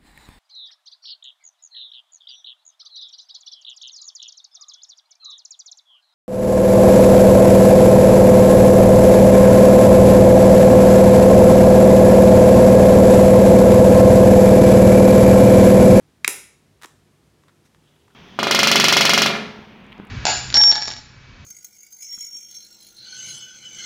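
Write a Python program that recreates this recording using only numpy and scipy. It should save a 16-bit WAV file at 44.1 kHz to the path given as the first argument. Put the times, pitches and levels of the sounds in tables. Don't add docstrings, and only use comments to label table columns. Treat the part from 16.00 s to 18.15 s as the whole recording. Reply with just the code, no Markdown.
import sys
import numpy as np
from scipy import signal
from scipy.fft import rfft, irfft
from scipy.io import wavfile

SR = 44100
rng = np.random.default_rng(int(sys.argv[2]) if len(sys.argv) > 2 else 0)


def int16_out(signal):
    q = np.round(np.clip(np.atleast_2d(signal).T, -1, 1) * 32767)
    wavfile.write(sys.argv[1], SR, q.astype(np.int16))


N = 94770
T = np.arange(N) / SR

# f/Hz, level/dB
PAPER_SPECTRUM = [(150, -26.5), (400, -16.5), (700, -14.5), (1050, 0), (1350, -3), (1900, -1.5),
                  (2500, -9.5), (3400, -9), (3800, -4), (4200, -11), (5400, -12), (8000, -12.5),
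                  (11000, -16.5), (15500, -22.5)]


def amp(db):
    return 10 ** (np.asarray(db) / 20)


def unit(x):
    return x / np.sqrt(np.mean(x ** 2) + 1e-30)


def curve_at(points, hz):
    f, value = np.transpose(points)
    return np.interp(np.log(hz + 1), np.log(f + 1), value)


def noise(spectrum):
    gain = amp(curve_at(spectrum, np.fft.rfftfreq(N, 1 / SR)))
    return unit(irfft(rfft(rng.standard_normal(N)) * gain, N))


def contact(spectrum, at_s, level_db, swell_s, decay_s, tilt_db=0, peaks=(), passes=3, size=8192):
    lead = size // 4
    t, hz = (np.arange(size) - lead) / SR, np.fft.rfftfreq(size, 1 / SR)
    envelope = np.exp(-np.maximum(-t / max(swell_s, 1e-5), t / max(decay_s, 1e-5)))
    force = envelope * rng.standard_normal(size)
    for _ in range(passes):
        force = irfft(np.exp(1j * np.angle(rfft(force)))) * np.minimum(1, 4 * envelope)
    db = curve_at(spectrum, hz) + tilt_db * np.log2(np.maximum(hz, 500) / 500)
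    db += sum(lift_db / (1 + (2 * (hz - f) / width) ** 2) for f, width, lift_db in peaks)
    log_gain = np.log(amp(np.r_[db, db[-2:0:-1]]))
    body = np.exp(np.conj(signal.hilbert(log_gain)))[:len(hz)]
    sound = unit(irfft(rfft(force) * body)) * np.sqrt(np.mean(envelope ** 2)) * amp(level_db)
    track = np.zeros(N + 2 * size)
    track[round(at_s * SR):][:size] = sound
    return track[lead:lead + N]


def room_tone(air_db=-61, waver=0.46):
    # f/Hz, relative level/dB
    air_spectrum = [(25, -44), (44, -21), (57, -1), (80, -6), (100, -2), (130, -4), (190, -4), (260, -6),
                    (400, -9), (520, -13), (750, -16), (1300, -19.5), (2500, -22), (5000, -25.5),
                    (10400, -30), (15500, -38.5)]
    # f/Hz, level/dB
    hum_tones = [(98, -73), (148, -68.5), (349, -78), (400, -80)]
    drift = [(1, 0), (8, -3), (25, -40), (100, -120)]  # f/Hz, level/dB
    hum = np.zeros(N)
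    for hz, db in hum_tones:
        level = amp(db) * np.sqrt(2) * (1 + waver * noise(drift))
        hum += level * np.sin(2 * np.pi * hz * T + waver * noise(drift))
    return amp(air_db) * noise(air_spectrum) + hum


def room_reverb(source, build_s=0.009, size=256):
    # f/Hz, t60/s
    decay_times = [(200, 0.38), (530, 0.46), (1400, 0.47), (2400, 0.4979), (4000, 0.475), (7000, 0.4389),
                   (10200, 0.4), (12000, 0.3233), (15000, 0.3056)]
    # f/Hz, level/dB
    tail_spectrum = [(150, -4), (450, -2), (800, -5), (1400, -8.5), (2300, -8), (3700, -6.5), (6500, -5),
                     (10000, -4.5), (15000, -5)]
    # delay/s, level/dB
    echoes = [(0.0021, -21), (0.0042, -20), (0.0116, -28), (0.0146, -24)]
    hz, t, bands = signal.stft(rng.standard_normal(SR), SR, nperseg=size)
    t60 = curve_at(decay_times, hz)[:, None]
    fade = amp(curve_at(tail_spectrum, hz)[:, None] - 60 * t / t60)
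    equal_energy = np.sqrt(2 * np.log(1000) / (t60 * SR))
    response = signal.istft(bands * fade * equal_energy, SR, nperseg=size)[1][:SR]
    response *= 1 - np.exp(-(T[:SR] / build_s) ** 2)
    for delay, db in echoes:
        response[round(delay * SR)] += amp(db)
    return signal.fftconvolve(source, response)[:N]


def handling(swell_share=0.365, width_share=0.21, lift_db=7.5, brush_hz=5760):
    # t/s, level/dB, decay/s, patch f/Hz
    touches = [(1.4363, -52.5, 0.00252, 1120), (1.483, -51.5, 0.00406, 3694), (1.494, -53, 0.0035, 1419),
               (1.7474, -49, 0.00175, 3293), (2.080, -55, 0.00505, 853), (2.107, -58.5, 0.01225, 1401)]
    taps = sum(contact(PAPER_SPECTRUM, at_s, db, swell_share * decay, decay, tilt_db=-3.5,
                       peaks=[(hz, width_share * hz, lift_db)], passes=1)
               for at_s, db, decay, hz in touches)
    brush = contact(PAPER_SPECTRUM, at_s=1.659, level_db=-60, swell_s=0.009, decay_s=0.014, tilt_db=0.8,
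                    peaks=[(brush_hz, width_share * brush_hz, lift_db)], passes=1)
    return taps + brush


def paper_slide(start_s=1.739, attack_s=0.138, level_db=-69, fade_db_per_s=20, grip_db=2.5):
    # f/Hz, level/dB
    friction_spectrum = [(500, -17), (1300, -3), (2300, -11), (2900, 0), (3450, 0.5), (4200, -12.5),
                         (9000, -23)]
    grip = noise([(5, 0), (60, -3), (150, -30), (500, -100)])
    age = T - start_s
    stroke = np.clip(age / attack_s, 0, 1) * amp(level_db - fade_db_per_s * np.maximum(age - attack_s, 0))
    return noise(friction_spectrum) * stroke * amp(grip_db * grip)


def paper_cut():
    # t/s, level/dB, swell/s, decay/s, tilt/(dB per octave)
    cracks = [(0.2469, -7.5, 0.0009, 0.0011, -0.3), (0.2486, -23.5, 0.0012, 0.0028, 3.0)]
    # f/Hz, level/dB
    crack_spectrum = [(150, -37), (400, -31), (600, -36), (950, -21), (1250, -8), (1750, -6.5), (2150, 0.5),
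                      (2600, -0.5), (2950, -15), (4400, -17), (6000, -22), (7600, -17), (8500, -28),
                      (10600, -24), (12000, -34), (15500, -39)]
    # f/Hz, width/Hz, lift/dB
    crack_peaks_and_notches = [(1450, 110, -5), (1675, 150, 5), (1866, 120, -7), (2920, 180, -9),
                               (3242, 110, 7), (3535, 160, -9), (3880, 240, 13), (5060, 220, 8),
                               (5400, 200, -6), (5810, 85, 7)]
    # t/s, level/dB, swell/s, decay/s
    jolts = [(0.2499, -49, 0.00105, 0.0073), (0.2825, -31, 0.00101, 0.0056),
             (0.8500, -42, 0.00126, 0.00354)]
    # f/Hz, level/dB
    flex_spectrum = [(80, -28), (180, -16), (270, -8), (380, 0), (470, -4), (650, -18), (1200, -25),
                     (3000, -50)]
    crack = sum(contact(crack_spectrum, *row, peaks=crack_peaks_and_notches) for row in cracks)
    flex = sum(contact(flex_spectrum, *row) for row in jolts)
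    return crack + flex


def pin_release():
    # t/s, level/dB, tilt/(dB per octave)
    catches = [(0.8158, -44.5, -2), (0.8228, -40, 1), (0.834, -34, -1), (0.8390, -43.5, -1.5),
               (0.8431, -37.5, 0.5), (0.8466, -31.5, -3)]
    ticks = sum(contact(PAPER_SPECTRUM, at_s, db, swell_s=0.000654, decay_s=0.002374, tilt_db=tilt,
                        passes=1) for at_s, db, tilt in catches)
    rub = contact(PAPER_SPECTRUM, at_s=0.832, level_db=-48, swell_s=0.008, decay_s=0.012, tilt_db=-1.5,
                  passes=1)
    return ticks + rub


def hinge_scrape():
    # f/Hz, level/dB
    hinge_spectrum = [(150, -15), (600, -11), (1100, -3.5), (2000, -2.5), (3000, -2), (4400, -13),
                      (5400, -3), (7700, -0.5), (9000, -5), (10500, -10), (12200, -14), (15500, -16.5)]
    return contact(hinge_spectrum, at_s=0.8585, level_db=-39.5, swell_s=0.0014, decay_s=0.002, passes=1)


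def jaw_snap():
    # t/s, level/dB, swell/s, decay/s, tilt/(dB per octave)
    pulses = [(0.2779, -5, 0.0001035, 0.001584, 0.3542), (0.28, -10.5, 0.0003, 0.0004, -4),
              (0.2817, -22.5, 0.0008, 0.0015, 2.0)]
    # f/Hz, level/dB
    snap_spectrum = [(100, -40), (400, -13), (680, -20), (1050, -8), (1750, -8), (2150, 1), (2700, -2),
                     (3200, -9.5), (4600, -11), (5200, -8), (7500, -5), (10800, -4), (12800, -8),
                     (15500, -18)]
    # f/Hz, width/Hz, lift/dB
    snap_peaks_and_notches = [(3612, 250, 5), (4802, 200, -5), (5090, 210, 4), (5500, 140, 4),
                              (5895, 90, 4.5), (6329, 250, -6), (6700, 130, 4), (6922, 120, 5),
                              (7353, 250, 5), (7800, 350, -5), (8502, 250, 3), (9203, 250, -6),
                              (9617, 150, 4), (10200, 250, 4), (10850, 330, 5), (11350, 300, -6.5),
                              (12020, 260, 5), (13303, 250, -5)]
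    # f/Hz, level/dB, t60/s
    handle_modes = [(1821.5, -39, 0.46), (2009, -47, 0.4), (2153, -44, 0.44), (2374, -43, 0.42),
                    (2541, -43.5, 0.45), (2643, -47, 0.42), (5230, -52, 0.42), (5903, -43, 0.36),
                    (6350, -49, 0.4), (6853, -39, 0.33), (8120, -45, 0.38), (8463, -47, 0.37),
                    (9380, -45, 0.28), (9661, -45, 0.301), (10270, -45, 0.34), (10599, -44, 0.3)]
    snap = sum(contact(snap_spectrum, *row, peaks=snap_peaks_and_notches) for row in pulses)
    age = np.maximum(T - pulses[0][0], 0)
    ring = sum(amp(db - 60 * age / t60) * np.sin(2 * np.pi * hz * age) for hz, db, t60 in handle_modes)
    return snap + ring


def scene(sheet_reverb_db=-5.5):
    steel = jaw_snap() + hinge_scrape()
    sheet = paper_cut() + pin_release() + handling() + paper_slide()
    reverb = room_reverb(steel + amp(sheet_reverb_db) * sheet)
    return (steel + sheet + reverb + room_tone())[None]


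def record(dry, ceiling=0.72, distortion_low_cut_hz=300, band_limit_hz=15900):
    excess = dry - dry / (1 + (dry / ceiling) ** 6) ** (1 / 6)
    low_cut = signal.butter(2, distortion_low_cut_hz, "high", fs=SR, output="sos")
    clipped = dry - signal.sosfilt(low_cut, excess)
    band_limit = signal.firwin(161, band_limit_hz, window=("kaiser", 9), fs=SR)
    return signal.oaconvolve(clipped, band_limit[None], "same")


dry = scene()
out = record(dry)
int16_out(out)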